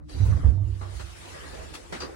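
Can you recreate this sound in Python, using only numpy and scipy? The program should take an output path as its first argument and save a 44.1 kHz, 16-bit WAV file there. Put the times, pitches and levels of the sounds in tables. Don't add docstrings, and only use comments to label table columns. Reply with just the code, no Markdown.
import sys
import numpy as np
from scipy import signal
from scipy.fft import rfft, irfft
from scipy.io import wavfile
from scipy.ndimage import uniform_filter1d, map_coordinates

SR = 44100
rng = np.random.default_rng(int(sys.argv[2]) if len(sys.argv) > 2 else 0)


def file_out(sig):
    cols = np.atleast_2d(sig).T
    lim = np.clip(cols, -1, 1)
    pcm = np.round(lim * 32767).astype(np.int16)
    wavfile.write(sys.argv[1], SR, pcm)


def linear_from_db(decibels):
    return 10 ** (np.asarray(decibels, float) / 20)


N = 94815


def unit(x):
    return x / np.sqrt(np.mean(x ** 2) + 1e-20)


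def along(points, hz):
    point_hz, value = np.transpose(points)
    return np.interp(np.log(hz + 1), np.log(point_hz + 1), value)


def curves(rows):
    start_s, *columns = np.transpose(rows)
    return [np.interp(np.arange(N) / SR, start_s, column) for column in columns]


def wobble(rate):
    points = rng.standard_normal(int(N * rate / SR) + 4)
    return map_coordinates(points, [np.arange(N) * rate / SR])


def noise(gain, patchy_db, size=N):
    # pitch_hz, likeness (-1 to 1)
    mic_likeness = [(200, 0.27), (600, -0.43), (1400, -0.07), (14000, -0.14)]
    # pitch_hz, left_minus_right_db
    mic_balance = [(200, -2.5), (2400, 1.5), (4400, 8.5), (8500, -3.5), (14000, -3.5)]
    grains = signal.stft(rng.standard_normal((2, size + 1024)), nperseg=512)[2]
    patches = rng.standard_normal(grains.shape[1:])
    patches = uniform_filter1d(uniform_filter1d(patches, 4, 0), 6, 1)
    pair = signal.istft(grains * linear_from_db(patchy_db * unit(patches)), nperseg=512)[1]
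    hz = np.fft.rfftfreq(pair.shape[1], 1 / SR)
    angle = np.arccos(np.clip(along(mic_likeness, hz), -1, 1)) / 2
    shared, opposed = rfft(pair) * gain(hz) * [np.cos(angle), np.sin(angle)]
    half_db = along(mic_balance, hz) / 2
    left = (shared + opposed) * linear_from_db(half_db)
    right = (shared - opposed) * linear_from_db(-half_db)
    return unit(irfft([left, right], pair.shape[1])[:, :size])


def burst(start_s, level_db, rise_s, hold_s, t60_s, gain):
    out, first = np.zeros((2, N)), round(start_s * SR)
    t = np.arange(min(N - first, SR // 2)) / SR
    fall_db = 60 * np.maximum(t - rise_s - hold_s, 0) / t60_s
    shape = np.clip(t / rise_s, 0, 1) * linear_from_db(level_db - fall_db)
    out[:, first:first + len(t)] = shape * noise(gain, patchy_db=2.5, size=len(t))
    return out


def machinery():
    # start_s, hiss_db, middle_db, rumble_db
    machine_levels = [(0, -87, -56.5, -44.5), (.078, -70, -71, -38), (.095, -50.5, -54.5, -46),
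                      (.3, -50, -43.5, -21.5), (.5, -56.5, -49, -29.5), (.59, -67, -71, -70),
                      (.68, -59.5, -58, -51), (.95, -50.5, -54, -51), (1.1, -50, -65, -47),
                      (1.3, -46, -48.5, -50.5), (1.62, -47.5, -45.5, -41.5), (1.88, -53.5, -54.5, -46),
                      (2.05, -50, -41, -39), (2.15, -56, -49, -48)]
    # pitch_hz, relative_level_db (per Hz)
    hiss_colour = [(1060, -6), (1800, -6), (3620, -9.5), (9240, -14), (11400, -19), (12800, -59),
                   (14300, -21), (15800, -32.5)]
    middle_colour = [(120, -56), (270, -2.5), (484, -1.5), (1060, -11), (1890, -16.5), (3120, -39.5),
                     (5280, -120)]
    rumble_colour = [(18, -44), (30, -0.5), (75, 10), (118, -11.5), (151, -4), (260, -20.5), (570, -120)]
    # start_s, pitch_hz, level_db
    hum_path = [(0, 298, -53.5), (.45, 296.8, -48.5), (.8, 346.7, -55.5), (1.3, 339, -54.5),
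                (1.5, 335.4, -72.5), (2.15, 355.2, -46.5)]
    hum_rate = 24

    hiss_db, middle_db, rumble_db = curves(machine_levels)
    middle_db = middle_db + 0.26 * wobble(10.14)
    rumble_db = rumble_db + 1.5 * wobble(6)
    hiss = linear_from_db(hiss_db) * noise(lambda f: linear_from_db(along(hiss_colour, f)), patchy_db=3.0)
    middle = linear_from_db(middle_db) * noise(lambda f: linear_from_db(along(middle_colour, f)), patchy_db=3.5)
    rumble = linear_from_db(rumble_db) * noise(lambda f: linear_from_db(along(rumble_colour, f)), patchy_db=1.5)

    hum_hz, hum_db = curves(hum_path)
    phase = 2 * np.pi * np.cumsum(hum_hz) / SR
    hum = [wobble(hum_rate) * np.cos(phase) + wobble(hum_rate) * np.sin(phase) for _ in "LR"]
    return hiss + middle + rumble + linear_from_db(hum_db) * np.array(hum)


def rattles():
    # pitch_hz, width_hz, relative_level_db
    metal = [(489, 24, -0.5), (630, 63, 3.5), (856, 130, -9), (1163, 260, -6.5), (1668, 93, -12),
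             (1924, 105, -11), (3970, 87, -4), (4518, 100, -8.5), (4800, 130, -9.5), (5935, 50, -8)]
    # start_s, level_db, hold_s, t60_s (time to fall 60 dB), favoured_hz
    rattle_times = [(0.093, -54.5, 0.07, .25, 4450), (0.16, -59.5, 0.14, 0.27, 6100),
                    (.18, -54.5, 0.066, .1, 3760), (0.312, -43, 0.019, 0.082, 1320),
                    (.366, -42, 0.0054, .05, 950), (.432, -42, 0.015, 0.15, 1254),
                    (.572, -54, 0.049, 0.23, 740), (0.81, -44.5, 0.024, 0.42, 1150),
                    (1.33, -48.5, 0.13, 1, 2120), (1.53, -46.5, 0.11, 0.2, 386),
                    (1.924, -43.5, 0.0073, 0.13, 1720), (2.002, -40.5, 0.031, 0.13, 5280),
                    (2.003, -45, 0.034, .12, 1800)]
    favour_db = 12

    def near(hz, favoured_hz):
        return linear_from_db(-favour_db * ((hz - favoured_hz) / 1000) ** 2)

    def ring(hz):
        return sum(linear_from_db(level_db) * width_hz ** 2 / (width_hz ** 2 + 4 * (hz - pitch_hz) ** 2)
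                   for pitch_hz, width_hz, level_db in metal)

    out = np.zeros((2, N))
    for start_s, rattle_db, hold_s, t60_s, favoured_hz in rattle_times:
        t = np.maximum(np.arange(N) / SR - start_s, 0)
        blow = np.zeros(N)
        for pitch_hz, width_hz, level_db in metal:
            tone = np.exp(-np.pi * width_hz * t) * np.sin(2 * np.pi * pitch_hz * t)
            blow += linear_from_db(level_db) * near(pitch_hz, favoured_hz) * tone
        out += linear_from_db(rattle_db) * blow / np.abs(blow).max()
        out += burst(start_s, rattle_db, 0.0039, hold_s, t60_s, lambda f: ring(f) * near(f, favoured_hz))
    return out


def boom():
    # start_s, level_db, extra_for_deep_notes_db,
    # ring_share (multiplies the panel t60_s), clatter_db
    thumps = [(.14, -32, 9, 0.47, -44), (0.196, -11.5, 4, 0.25, -36), (.277, -13.5, -9.5, 0.38, -54),
              (0.336, -14, 3, 0.11, -44.5), (0.435, -9.5, 9.5, 0.1, -35.5), (.462, -8.5, 8, 0.14, -36.5),
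              (0.499, -16, -23, 0.73, -49), (.63, -35.5, 16, 0.66, -47), (0.943, -40, 15, 0.51, -63)]
    # pitch_hz, relative_level_db, t60_s (before ring_share), left_minus_right_db
    panel_notes = [(54.3, -6, 1.13, -8), (65.2, 1.5, 1.3, -17), (95.95, 5, 1.54, -13.5),
                   (121.5, -14.5, 1.34, -3), (162, -21.5, 1.6, -16), (93, -8, 2.49, -5),
                   (255, -24.5, 0.43, -8)]
    deep_below_hz = 80
    attack_s, left_lag_s = 0.0089, 0.0004
    drift_rad, waver_db = 1, 4
    clatter_hz, clatter_width_hz = 236, 240
    clatter_rise_s, clatter_t60_s = 0.0058, 0.51

    def clatter_colour(hz):
        across = (hz * clatter_width_hz) ** 2
        return across / ((clatter_hz ** 2 - hz ** 2) ** 2 + across)

    out = np.zeros((2, N))
    drifts = [(drift_rad * wobble(7), waver_db * wobble(8.66)) for _ in panel_notes]
    lag_s = np.array([[left_lag_s], [0]])
    for start_s, thump_db, deep_db, ring_share, clatter_db in thumps:
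        t = np.maximum(np.arange(N) / SR - start_s - lag_s, 0)
        attack = (1 - np.exp(-t / attack_s)) ** 2
        for (pitch_hz, note_db, t60_s, left_db), (drift, waver) in zip(panel_notes, drifts):
            level_db = thump_db + note_db + deep_db * (pitch_hz < deep_below_hz)
            level_db = level_db + np.array([[left_db], [0]]) - 60 * t / (t60_s * ring_share)
            level_db = level_db + waver * np.minimum(t / t60_s * 4, 1)
            phase = 2 * np.pi * pitch_hz * t + drift * pitch_hz / deep_below_hz
            out += linear_from_db(level_db) * attack * np.sin(phase)
        out += burst(start_s, clatter_db, clatter_rise_s, 0, clatter_t60_s, clatter_colour)
    return out


def tilted(hz, db):
    return linear_from_db(db * np.log2(np.maximum(hz, 410) / 2000))


def knocks():
    # start_s, level_db, rise_s, t60_s (time to fall 60 dB), tilt_db (per octave)
    knock_times = [(.253, -48.5, 0.00067, 0.17, 11), (0.81, -44, 0.0027, 0.29, -1.5),
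                   (.92, -48.5, 0.045, 0.33, 3.5), (.992, -39.5, 0.0075, .12, 0),
                   (1.735, -39, 0.0061, 0.17, 2.5), (1.924, -33, 0.00094, 0.28, -0.5),
                   (2.002, -37.5, 0.0026, 0.22, 0)]
    # pitch_hz, relative_level_db (per Hz)
    knock_colour = [(88, -38), (150, -2.5), (1250, -4.5), (2390, -11), (8810, -22), (11800, -31.5),
                    (12900, -61), (15800, -31)]
    out = np.zeros((2, N))
    for start_s, level_db, rise_s, t60_s, tilt_db in knock_times:
        out += burst(start_s, level_db, rise_s, 0.016, t60_s,
                     lambda f: linear_from_db(along(knock_colour, f)) * tilted(f, tilt_db))
    return out


def scene():
    return machinery() + rattles() + boom() + knocks()


def top_cut(x):
    return signal.sosfilt(signal.butter(12, 16480, fs=SR, output="sos"), x)


def record(dry):
    bass_hz, top_hz = 36.5, 15830
    hz = np.fft.rfftfreq(N, 1 / SR)
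    bass_cut = 1 / (1 + (bass_hz / (hz + 1)) ** 4)
    kept = irfft(rfft(dry) * (hz < top_hz) * bass_cut, N)
    return top_cut(kept)


dry = scene()
out = record(dry)
file_out(out)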